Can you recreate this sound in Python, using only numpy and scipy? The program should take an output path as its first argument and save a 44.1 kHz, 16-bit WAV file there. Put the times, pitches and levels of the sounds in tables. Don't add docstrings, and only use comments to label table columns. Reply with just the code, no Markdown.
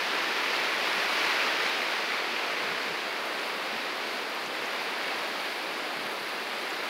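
import sys
import numpy as np
from scipy import signal
from scipy.fft import rfft, irfft
from scipy.io import wavfile

SR = 44100
rng = np.random.default_rng(int(sys.argv[2]) if len(sys.argv) > 2 else 0)


def transcribe(u):
    v = np.clip(np.atleast_2d(u).T, -1, 1)
    q = np.round(v * 32767).astype(np.int16)
    wavfile.write(sys.argv[1], SR, q)


N = 303849
TIME_S = np.arange(N) / SR


def undb(db):
    return 10 ** (np.asarray(db) / 20)


def unit(x):
    return x / np.sqrt(np.mean(x ** 2))


def colour(x, spectrum):
    freq_hz, gain_db = np.transpose(spectrum)
    bin_hz = np.maximum(np.arange(N // 2 + 1) * SR / N, 1)
    bin_db = np.interp(np.log(bin_hz), np.log(freq_hz), gain_db)
    return unit(irfft(rfft(x) * undb(bin_db), N))


def wander(rate_hz):
    knots = rng.standard_normal(1024)
    return unit(np.interp(TIME_S * rate_hz, np.arange(len(knots)), knots))


def swaying_noise(sway_db, sway_hz, flutter_db, flutter_hz, bands=10):
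    bins = np.maximum(np.arange(N // 2 + 1), 1)
    octave = np.maximum(np.log2(bins / (N / 2)) + bands - 1, 0)
    noise = rfft(rng.standard_normal(N))
    out = np.zeros(N)
    for k in range(bands):
        band = irfft(noise * np.clip(1 - abs(octave - k), 0, 1), N)
        out += band * undb(flutter_db * wander(flutter_hz))
    return unit(out * undb(sway_db * wander(sway_hz)))


def contacts(rate_per_s, spread_db, scrape_s):
    strength = undb(spread_db * np.minimum(rng.exponential(size=N), 5))
    touches = (rng.random(N) < rate_per_s / SR) * strength ** 2
    decay = np.exp(-1 / (scrape_s * SR))
    energy = signal.lfilter([1], [1, -decay], touches + 1e-12)
    return unit(np.sqrt(energy) * rng.standard_normal(N))


def field(level_db=-34.5):
    # freq_hz, gain_db
    spectrum = [(30, -52), (70, -42), (110, -27.5), (200, -8.5), (350, -1), (700, 0), (1300, -2),
                (2150, -3), (3000, -8), (4700, -9.5), (5600, -21), (8000, -27.5), (11000, -28),
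                (15500, -33.5)]
    rush = swaying_noise(sway_db=-0.24, sway_hz=7, flutter_db=0.58, flutter_hz=12)
    return undb(level_db) * colour(rush, spectrum)


def wind(breeze_db=-40):
    # peak_s, level_db, rise_s, fall_s
    gusts = [(.35, -31, 0.8, 0.46), (1.35, -29.5, 0.39, 0.49), (2.43, -34.5, 0.2, 0.45),
             (3.98, -38.5, 0.36, 0.21), (4.78, -37.5, .14, 0.58), (6.8, -42, 0.091, .2)]
    power = undb(breeze_db) ** 2
    for peak_s, level_db, rise_s, fall_s in gusts:
        age_s = TIME_S - peak_s
        sigma_s = np.where(age_s < 0, rise_s, fall_s)
        power = power + undb(level_db) ** 2 * np.exp(-(age_s / sigma_s) ** 2 / 2)
    return np.sqrt(power)


def reeds(patter_db=-4.5):
    # freq_hz, gain_db
    spectrum = [(70, -64), (150, -25.5), (260, -12.5), (380, -3.5), (700, -6.5), (1100, -2), (2400, 0.5),
                (3250, -6), (4850, -10), (6000, -18.5), (8000, -30.5), (9500, -29.5), (12500, -31),
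                (15500, -35)]
    strength = wind()
    hiss = swaying_noise(sway_db=0.6, sway_hz=14, flutter_db=0.4, flutter_hz=18)
    patter = contacts(rate_per_s=1800 * unit(strength), spread_db=3.0, scrape_s=0.0013)
    return strength * colour(hiss + undb(patter_db) * patter, spectrum)


def grass():
    # freq_hz, gain_db
    spectrum = [(7500, -16), (9200, -1.5), (11800, -3.5), (13200, -6), (15500, -8)]
    # time_s, level_db
    envelope = [(0, -60), (1.35, -57.5), (2.1, -74), (2.8, -71), (3.3, -58), (4.4, -60), (5.4, -57.5),
                (6.9, -56.5)]
    level_db = np.interp(TIME_S, *np.transpose(envelope))
    swing_db = 1.6 * wander(rate_hz=7.7)
    grains = contacts(rate_per_s=600, spread_db=1.5, scrape_s=0.0009)
    return undb(level_db + swing_db) * colour(grains, spectrum)


def eddies(sigma_s=0.025, weak_per_s=1.5, weak_db=-62):
    # freq_hz, gain_db
    spectrum = [(30, -32), (65, -31), (105, -3), (160, 4), (260, 6), (500, -33)]
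    # peak_s, level_db
    strong = [(.98, -56), (2.64, -52.5), (2.72, -46), (2.901, -46.5), (3.744, -52), (4.48, -54),
              (4.623, -53), (5.985, -50), (6.06, -51), (6.223, -54)]
    gaps_s = rng.uniform(0.5, 1.5, 32) / weak_per_s
    weak = [(peak_s, weak_db) for peak_s in np.cumsum(gaps_s) if peak_s < TIME_S[-1]]
    envelope = np.zeros(N)
    for peak_s, level_db in strong + weak:
        envelope += undb(level_db) * np.exp(-((TIME_S - peak_s) / sigma_s) ** 2 / 2)
    return envelope * colour(rng.standard_normal(N), spectrum)


def stalks():
    # start_s, level_db, centre_hz, width_hz, t60_s
    ticks = [(1.054, -47, 10000, 5000, .01), (2.119, -24, 2100, 900, 0.013),
             (2.363, -20.5, 2460, 800, 0.025), (3.255, -48, 11000, 7000, .09),
             (4.295, -51, 13500, 4000, .06), (4.349, -42, 13000, 4000, .01), (4.461, -45, 6500, 1500, .04),
             (4.658, -41, 6200, 2000, .015), (6.704, -39.5, 7000, 900, .018)]
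    out = np.zeros(N)
    for start_s, level_db, centre_hz, width_hz, t60_s in ticks:
        age_s = TIME_S - start_s
        envelope = (age_s >= 0) * np.exp(-np.log(1000) * abs(age_s) / t60_s)
        scrape = envelope * rng.standard_normal(N)
        resonance = signal.iirpeak(centre_hz, centre_hz / width_hz, fs=SR)
        ring = signal.lfilter(*resonance, signal.lfilter(*resonance, scrape + 1e-18))
        makeup = np.sqrt(SR / 2 / width_hz)
        out += undb(level_db) * makeup * ring
    return out


def scene():
    plants = field() + reeds() + grass() + stalks()
    mono = plants + eddies()
    return np.array([mono, mono])


def record(dry):
    cutoff_hz = 15750
    lowpass = signal.ellip(12, 0.05, 60, cutoff_hz, fs=SR, output="sos")
    return signal.sosfiltfilt(lowpass, dry)


dry = scene()
out = record(dry)
transcribe(out)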